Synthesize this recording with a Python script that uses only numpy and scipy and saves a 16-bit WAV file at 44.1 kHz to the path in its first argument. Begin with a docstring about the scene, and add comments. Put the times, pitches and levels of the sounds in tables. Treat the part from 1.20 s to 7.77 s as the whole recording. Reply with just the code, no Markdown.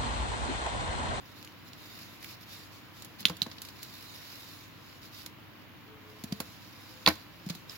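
"""Braided straps on a wooden table

Cord straps are picked up and laid out close to a stereo microphone in a quiet room.
The braid rustles through the hands, knots tick and rub, metal clasps click and knock on the board,
and fingers and knots thump it softly. Under it lie an even, low hum and the steady air of the room."""
import sys
import numpy as np
from scipy import signal
from scipy.fft import rfft, irfft, next_fast_len
from scipy.io import wavfile
from scipy.ndimage import uniform_filter1d, map_coordinates

SR = 44100
rng = np.random.default_rng(int(sys.argv[2]) if len(sys.argv) > 2 else 0)


def waveform_to_disk(signal):
    """Save audio, clipped to [-1, 1], as 16-bit WAV at the path in sys.argv[1]."""
    frames = np.transpose(np.atleast_2d(signal))
    scaled = np.clip(frames, -1, 1) * 32767
    samples = np.round(scaled).astype(np.int16)
    wavfile.write(sys.argv[1], SR, samples)


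N = 289737
PLUS_MINUS = np.array([[1], [-1]])  # opposite signs for a pair of channels


def amp(db):
    """Decibels to gain."""
    return 10 ** (np.asarray(db) / 20)


def unit(x):
    """Scale to rms 1."""
    return x / np.sqrt(np.mean(x ** 2) + 1e-20)


def along(points, hz):
    """Read (Hz, value) points on a log frequency axis."""
    f, v = np.transpose(points)
    return np.interp(np.log(hz + 1), np.log(f), v)


def filtered(x, response):
    """Shape x by a gain that depends on frequency."""
    n = x.shape[-1]
    m = next_fast_len(n + 8192)
    return irfft(rfft(x, m) * response(np.fft.rfftfreq(m, 1 / SR)), m)[..., :n]


def noise(spectrum, size):
    """Two unrelated channels of coloured noise of rms 1."""
    return unit(filtered(rng.standard_normal((2, size)), lambda hz: amp(along(spectrum, hz))))


def wander(t, per_s):
    """A smooth random curve through per_s points a second."""
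    return map_coordinates(rng.standard_normal(N // 100), [t * per_s])


def sine(t, hz, phase=0):
    """A pure tone of peak 1."""
    return np.sin(2 * np.pi * hz * t + phase)


def fade(t, t60):
    """Exponential decay by 60 dB in t60 seconds."""
    return np.exp(-np.log(1000) * t / t60)


def add(track, start, sound):
    """Mix a sound into the track at start seconds."""
    part = track[:, round(start * SR):][:, :sound.shape[-1]]
    part += sound[..., :part.shape[1]]


# Sound from all sides at the microphone. Each row: frequency in Hz, left-right correlation.
LIKENESS = [(60, 0.86), (125, 0.39), (200, 0.053), (310, 0.36), (1100, 0.43), (3100, 0.029), (6000, -0.088)]
def diffuse(pair):
    """Sound from all sides: alike on both channels in the deep bass, unrelated in the treble."""
    mid, side = filtered(pair, lambda hz: np.sqrt(1 + PLUS_MINUS * along(LIKENESS, hz)))
    return unit(np.array([mid + side, mid - side]))


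# The air of the room. Each row: frequency in Hz, relative level in dB.
AIR_SPECTRUM = [(25, -34), (45, -14.5), (75, -8.5), (125, -5), (175, -3.5), (250, -5.5), (320, -6),
                (380, -13), (750, -15), (880, -15), (1010, -11), (1200, -13.5), (3000, -16), (6000, -34),
                (9000, -37), (15000, -26)]
# The room's hum. Each row: frequency in Hz, rms level in dB.
HUM_LINES = [(99.6, -63), (120.4, -67.5), (298.4, -68.5), (316.3, -71)]
# Faint tones, far off. Each row: centre in seconds, length in seconds, pitch in Hz, level in dB.
FAR_TONES = [(4.73, 0.11, 435, -58), (4.906, 0.16, 427, -59), (5.14, 0.22, 443.5, -62),
             (5.777, 0.18, 513, -64)]
def room_tone(air_db=-52.0, drift_rad=0.4):
    """Steady air, an even hum whose lines drift a little, and far tones that swell and fade."""
    t = np.arange(N) / SR
    hum = sum(amp(db) * sine(t, hz, drift_rad * wander(t, per_s=2)) for hz, db in HUM_LINES)
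    far = sum(amp(db) * sine(t, hz) * np.exp(-(2 * (t - centre) / length) ** 2)
              for centre, length, hz, db in FAR_TONES)
    return amp(air_db) * diffuse(noise(AIR_SPECTRUM, N)) + np.sqrt(2) * (hum + far)


def from_hands(pair, direct_share=0.22, lag_s=0.00015):
    """Part of the sound comes straight from the hands, left channel first; the rest from all sides."""
    mid, side = pair * np.sqrt(1 + PLUS_MINUS * direct_share)
    stereo = np.array([mid + side, mid - side])
    return unit(filtered(stereo, lambda hz: np.exp(1j * np.pi * hz * lag_s * PLUS_MINUS)))


def pull(t, start, length, speed_power=0.55):
    """One pull is an arch of sliding speed; friction noise grows as a power of that speed."""
    speed = np.abs(np.sin(np.pi * np.clip((t - start) / length, 0, 1)))
    return speed ** speed_power


# Pulls of braid over skin and wood. Each row: start and length in seconds, full-speed level in dB.
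PULLS = [(0.05, 0.084, -60), (0.154, 0.068, -50), (0.446, 0.055, -54), (0.555, 0.44, -48),
         (0.998, 0.16, -46), (1.2, 0.052, -49.5), (1.25, 0.23, -46.5), (1.51, 0.1, -51),
         (1.736, 0.13, -51.5), (1.984, 0.044, -45), (2.06, 0.68, -56), (2.305, 0.04, -52),
         (2.41, 0.098, -52.5), (2.537, 0.98, -46), (2.61, .065, -47.5), (3.584, 0.22, -55),
         (3.81, 0.088, -49), (3.912, 0.15, -46.5), (4.78, 0.59, -57.5), (5.13, 0.42, -54.5),
         (5.404, 0.67, -53), (5.887, 0.059, -43), (6.24, 0.18, -53), (6.481, 0.1, -49)]
def sliding(held_db=-57.5, lying_db=-62.5, let_go_s=4.1, take_hold_s=4.77, grip_s=0.32, plait_db=0.86):
    """Strength of the rustle: pulls over the creep of held braid, made uneven by passing plaits."""
    t = np.arange(N) / SR
    grip = np.where(t < let_go_s, 1, np.clip((t - take_hold_s) / grip_s, 0, 1))
    power = amp(lying_db + (held_db - lying_db) * grip) ** 2
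    for start, length, db in PULLS:
        power += (amp(db) * pull(t, start, length)) ** 2
    return np.sqrt(power) * amp(plait_db * wander(t, per_s=18))


# Sliding braid, heard close. Each row: frequency in Hz, relative level in dB.
BRAID_SPECTRUM = [(300, -38), (1200, -11.5), (2500, -7), (3300, -8.5), (3700, 1), (5300, -4.5), (6100, -7),
                  (7200, -3), (10000, -7), (11700, -7.5), (13000, -12.5), (15500, -11)]
# Strands catching. Each row: frequency in Hz, relative level in dB.
STRAND_SPECTRUM = [(300, -41), (2500, 1), (3800, -6), (5200, 7), (6500, -7), (15000, -4)]
def rustle(level_db=-1.5, catches_per_s=160, catch_db=-5.5, catch_t60=0.031, patchy_db=2):
    """Fibres slide with a hiss whose colour keeps shifting; single strands catch and let go."""
    spectra = signal.stft(noise(BRAID_SPECTRUM, N), nperseg=512)[2]
    patches = uniform_filter1d(rng.standard_normal(spectra.shape[1:]), size=4, axis=0)  # over frequency
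    patches = uniform_filter1d(patches, size=12, axis=1)  # over time
    hiss = unit(signal.istft(spectra * amp(patchy_db * unit(patches)), nperseg=512)[1][:, :N])
    slips = (rng.random(N) < catches_per_s / SR) * amp(3 * np.minimum(rng.exponential(size=N), 2))
    grains = signal.lfilter([1], [1, -fade(1 / SR, catch_t60)], slips)
    strength = amp(level_db) * sliding()
    catches = grains * noise(STRAND_SPECTRUM, N)
    return strength * (from_hands(hiss) + amp(catch_db) * from_hands(catches))


# Small ticks of knots and clasp rings. Each row: start in seconds, level in dB, treble fizz in dB.
SMALL_TICKS = [(0.2264, -36, -3), (0.2466, -36, -0.5), (0.532, -34.5, -7.5), (1.026, -41, 8),
               (1.043, -41, 9), (1.822, -33, 1), (1.8472, -35.5, 7), (1.995, -38, -2), (2.028, -33, -20),
               (2.0832, -21.5, -10), (2.168, -36.5, 4), (2.3145, -27, -21), (2.383, -27, -30),
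               (2.4184, -30.5, 7), (2.45, -33, -1), (2.4865, -31.5, -6), (2.6293, -31.5, 7),
               (4.061, -30, 2.5), (5.9555, -40, 2), (6.289, -29, -5), (6.3025, -22, -12), (6.506, -32, -6),
               (6.519, -37, 0)]
# The scratch of a tick. Each row: frequency in Hz, relative level in dB.
SCRATCH_SPECTRUM = [(300, -7.5), (1500, -14.5), (3000, -8), (4500, -3.5), (6000, -8), (7200, -0.5),
                    (10000, -6.5), (15000, -12.5)]
def ticks(level_db=-4.5, snap_t60=0.03, drag_db=-20, drag_t60=0.05, rasps_per_s=600, rasp_db=2):
    """A knot slips, or a finger touches down, with a dry, rasping tick and drags on for a moment."""
    out, t = np.zeros((2, N)), np.arange(SR // 12) / SR
    envelope = (fade(t, snap_t60) + amp(drag_db) * fade(t, drag_t60)) * (1 - np.exp(-t / 0.00021))
    shelf = [(5000, 0.12), (10000, 0.99)]  # Hz, share of the fizz
    touches = [(start, db, fizz_db) for start, _, _, _, db, fizz_db in SOFT_LANDINGS]
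    for start, db, fizz_db in SMALL_TICKS + touches:
        scratch = filtered(noise(SCRATCH_SPECTRUM, len(t)), lambda hz: amp(fizz_db * along(shelf, hz)))
        rasp = amp(rasp_db * map_coordinates(rng.standard_normal(len(t)), [t * rasps_per_s]))
        add(out, start, amp(db + level_db) * scratch * rasp * envelope)
    return out


# Sharp clasp clicks and a close reflection of one, near the microphone. Each row: start in seconds,
# level in dB, pitch in Hz, ring time (t60) in seconds, crack and side modes in dB re the main mode.
CLASP_CLICKS = [(0.2748, -34, 2900, 0.0063, -9, 2), (1.028, -34, 2090, .01, -6, -1),
                (1.0452, -29.5, 2200, 0.0073, -5, 9), (2.0538, 5, 3250, 0.0028, -22, -4),
                (2.0558, -10.5, 4000, 0.0063, -17, -4), (2.0577, -20, 3600, 0.011, -10, -5),
                (2.0660, -21, 3500, .006, -16, -3), (2.0728, -23, 3600, .008, -14, -6),
                (2.2187, -6.5, 3990, 0.0069, -19, 0), (2.2267, -29, 4100, .006, 2, 2),
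                (2.2313, -26, 4330, 0.007, -10, -5), (5.1249, -24, 4760, 0.0097, -6, 4),
                (5.2023, -23, 4100, 0.0025, -3, 0), (5.8602, -31, 3760, 0.01, -10, 9),
                (5.8628, 0, 3570, 0.0048, -19, 12.5), (5.8747, -5, 4290, 0.007, -13.5, -9),
                (5.8762, 0, 4280, 0.0046, -18, -6), (5.8800, -14, 4200, 0.009, -14, -3),
                (5.883, -22, 4600, .007, 0, -3), (5.8866, -12, 4900, 0.0066, -2.5, -9),
                (5.8877, -19, 5080, 0.012, -3, -9), (5.9085, -34, 4150, .008, 3, 0),
                (6.496, -29.5, 5070, 0.017, -8, 1)]
# A clasp's side modes. Each row: multiple of its pitch, level in dB, multiple of its ring time.
CLASP_MODES = [(0.811, -15, 0.66), (1.2, -21.5, 2)]
# The crack of metal landing. Each row: frequency in Hz, relative level in dB.
CRACK_SPECTRUM = [(300, 4), (1500, -0.5), (3600, 2), (5200, -5.5), (6200, -2), (10000, -1), (15000, -13)]
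def clasps(crack_t60=0.016, scatter_db=-31, scatter_t60=0.071, lead_rad=0.35, pan_db=1.5, low_hz=2080):
    """A clasp, damped by its cord, rings briefly; things on the table scatter the click."""
    out, t = np.zeros((2, N)), np.arange(SR // 6) / SR
    attack = 1 - np.exp(-t / 0.00018)
    for start, db, hz, t60, crack_db, side_db in CLASP_CLICKS:
        main = sine(t, hz, lead_rad * PLUS_MINUS) * fade(t, t60)  # a little earlier on the left
        sides = sum(amp(level) * sine(t, hz * ratio) * fade(t, t60 * stretch)
                    for ratio, level, stretch in CLASP_MODES)
        spray = amp(crack_db) * fade(t, crack_t60) + amp(scatter_db) * fade(t, scatter_t60)
        crack = spray * noise(CRACK_SPECTRUM, len(t))
        add(out, start, amp(db) * (main + amp(side_db) * sides + crack) * attack)
    out *= amp(-pan_db * PLUS_MINUS)  # louder on the right
    return signal.lfilter(*signal.butter(2, low_hz, 'high', fs=SR), out)  # small parts radiate treble


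def knot_rub(level_db=-62.5, centre_hz=2210, width_hz=1000):
    """Knots dragged once across the board: a broad resonance, lower than the hiss of loose braid."""
    swell = pull(np.arange(N) / SR, start=0.45, length=0.95)
    friction = rng.standard_normal((2, N))
    body = filtered(friction, lambda hz: 1 / (1 + (2 * (hz - centre_hz) / width_hz) ** 2))
    return amp(level_db) * swell * from_hands(body)


# Fingers and knots landing on the table. Each row: start in seconds, thump level in dB, pitch in Hz,
# ring time (t60) in seconds, then level and fizz in dB of the touch that ticks() plays.
SOFT_LANDINGS = [(2.0058, -36.5, 196, 0.053, -31.5, 5.5), (2.053, -23, 188, 0.037, -36, 0),
                 (2.0965, -30, 176, 0.14, -23.5, -5), (2.219, -24, 175, 0.029, -26.5, -2),
                 (2.2644, -24.5, 205, 0.026, -31, -7), (5.0381, -21, 215, 0.029, -28, 3),
                 (5.1225, -16, 190, 0.039, -26, -6), (5.2017, -19.5, 217, 0.021, -24, 6),
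                 (5.8753, -21, 195, 0.051, -28, 2), (6.2626, -24.5, 181, 0.07, -36, -2),
                 (6.298, -26.5, 172, 0.097, -20.5, -8), (6.3502, -31, 184, 0.027, -32, -1)]
def thumps(rise_s=0.0026, upper_db=-22, pat_hz=690, pat_db=-26, pat_t60=0.043, sway_db=-33, firm_db=-19):
    """Soft contact builds over milliseconds and moves the board's lowest modes, with a woody pat."""
    out, t = np.zeros((2, N)), np.arange(SR // 4) / SR
    sway_hz, _, sway_t60 = BOARD_MODES[0]
    sway = amp(sway_db) * sine(t, sway_hz) * fade(t, sway_t60)  # the whole top flexes
    pat = amp(pat_db) * sine(t, pat_hz) * fade(t, pat_t60)
    attack = 1 - np.exp(-(t / rise_s) ** 2)
    for start, db, hz, t60, _, _ in SOFT_LANDINGS:
        upper = amp(upper_db) * sine(t, 1.83 * hz) * fade(t, t60)
        ring = (sine(t, hz) - upper) * fade(t, t60)
        sink_s = 0.0003 * max(firm_db - db, 0)  # a gentler landing takes longer to sink in
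        add(out, start + sink_s, amp(db) * ((ring + sway) * attack + pat))
    return out


# Blows that ring the board. Each row: start in seconds, level in dB, treble cutoff in Hz,
# share of the ring time that the hand leaves.
BOARD_BLOWS = [(2.0559, -23.5, 700, 0.32), (2.0988, -16, 480, 0.69), (2.2632, -25, 600, 0.68),
               (5.2023, -22.5, 1400, 0.7), (5.866, -12, 1600, 0.83), (5.8762, -2.5, 2300, 0.64),
               (5.887, -23, 2000, 0.59), (5.901, -23.5, 3500, 0.57), (6.3, -42, 2000, 0.7)]
# The table top's main modes. Each row: frequency in Hz, level in dB, ring time (t60) in seconds.
BOARD_MODES = [(86.2, -25.5, 0.3), (194, -16, 0.11), (309, -12.5, 0.19), (509, -8, 0.11),
               (674, -13.5, 0.16), (880, -6, 0.036), (987, -1.5, 0.041), (1074, -1.5, 0.051),
               (1312, -5.5, 0.07), (1405, -6, 0.073), (1530, -15.5, 0.17), (1605, -15, 0.13),
               (1830, 1, 0.027), (2156, -10.5, 0.077)]
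# The wood's slap and close-packed modes. Each row: frequency in Hz, relative level in dB.
WOOD_SPECTRUM = [(100, -20), (260, 6.5), (390, 3), (800, 3), (1100, -0.5), (2300, 5), (5000, -21),
                 (12000, -35)]
def knocks(modes_db=-8.5, haze_db=-18, haze_t60=0.16, slap_db=-14, slap_t60=0.013, rise_s=0.0006):
    """Each blow, with its own brightness, slaps the board and rings main modes and a haze of others."""
    out, t = np.zeros((2, N)), np.arange(SR // 3) / SR
    for start, db, cutoff_hz, ring_share in BOARD_BLOWS:
        ring = 0
        for hz, level, t60 in BOARD_MODES:
            phase = 0.19 * rng.standard_normal((2, 1))  # each channel hears another part of the board
            ring += amp(level + rng.normal(0, 1)) * sine(t, hz, phase) * fade(t, t60 * ring_share)
        envelope = amp(haze_db) * fade(t, haze_t60 * ring_share) + amp(slap_db) * fade(t, slap_t60)
        wood = diffuse(noise(WOOD_SPECTRUM, len(t))) * envelope
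        blow = (amp(modes_db) * ring + wood) * (1 - np.exp(-t / rise_s))
        add(out, start, amp(db) * signal.lfilter(*signal.butter(1, cutoff_hz, fs=SR), blow))
    return out * amp(0.3 * PLUS_MINUS)  # just left of centre


def echo(x, decay, delay_s):
    """Reflections whose frequencies each die at their own speed."""
    hz, t, spectra = signal.stft(rng.standard_normal((2, SR // 2)), SR, nperseg=256)
    tail = signal.istft(spectra * fade(t, along(decay, hz)[:, None]), SR, nperseg=256)[1]
    tail = np.pad(tail / np.linalg.norm(tail[0]), ((0, 0), (round(delay_s * SR), 0)))
    return signal.fftconvolve(x, tail, axes=1)[:, :N]


# The desk corner, close by. Each row: frequency in Hz, decay time (t60) in seconds.
CORNER_DECAY = [(150, 0.098), (1000, 0.13), (4000, 0.08), (14000, 0.14)]
# The walls, farther off. Each row: frequency in Hz, decay time (t60) in seconds.
WALL_DECAY = [(150, 0.34), (1000, 0.4), (4000, 0.49), (14000, 0.71)]
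def scene(corner_db=-12, walls_db=-22, low_hz=70):
    """Close contacts on the table with their reflections, over rustle, rubbing and room tone."""
    hits = clasps() + knocks() + thumps() + ticks()
    hits = signal.lfilter(*signal.butter(2, low_hz, 'high', fs=SR), hits)  # the board gives no deep bass
    corner = amp(corner_db) * echo(hits, CORNER_DECAY, delay_s=0.0026)
    walls = amp(walls_db) * echo(hits, WALL_DECAY, delay_s=0.0077)
    return hits + corner + walls + rustle() + knot_rub() + room_tone()


# The microphone's two ports. Each row: frequency in Hz, left minus right in dB.
PORT_BALANCE = [(100, -1.5), (200, 0.5), (700, 1.5), (2300, 0.5), (3200, -1.5), (4300, -6), (6000, -1.5),
                (8000, 1.5), (15000, -2)]
def record(dry, notch_hz=8500, notch_q=1.65, top_hz=16000):
    """The microphone's ports differ in colour and share a notch; the recorder is band-limited."""
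    x = signal.lfilter(*signal.iirnotch(notch_hz, notch_q, fs=SR), dry)
    x = filtered(x, lambda hz: amp(0.5 * PLUS_MINUS * along(PORT_BALANCE, hz)))
    return filtered(np.clip(x, -1, 1), lambda hz: hz < top_hz)


dry = scene()
out = record(dry)
waveform_to_disk(out)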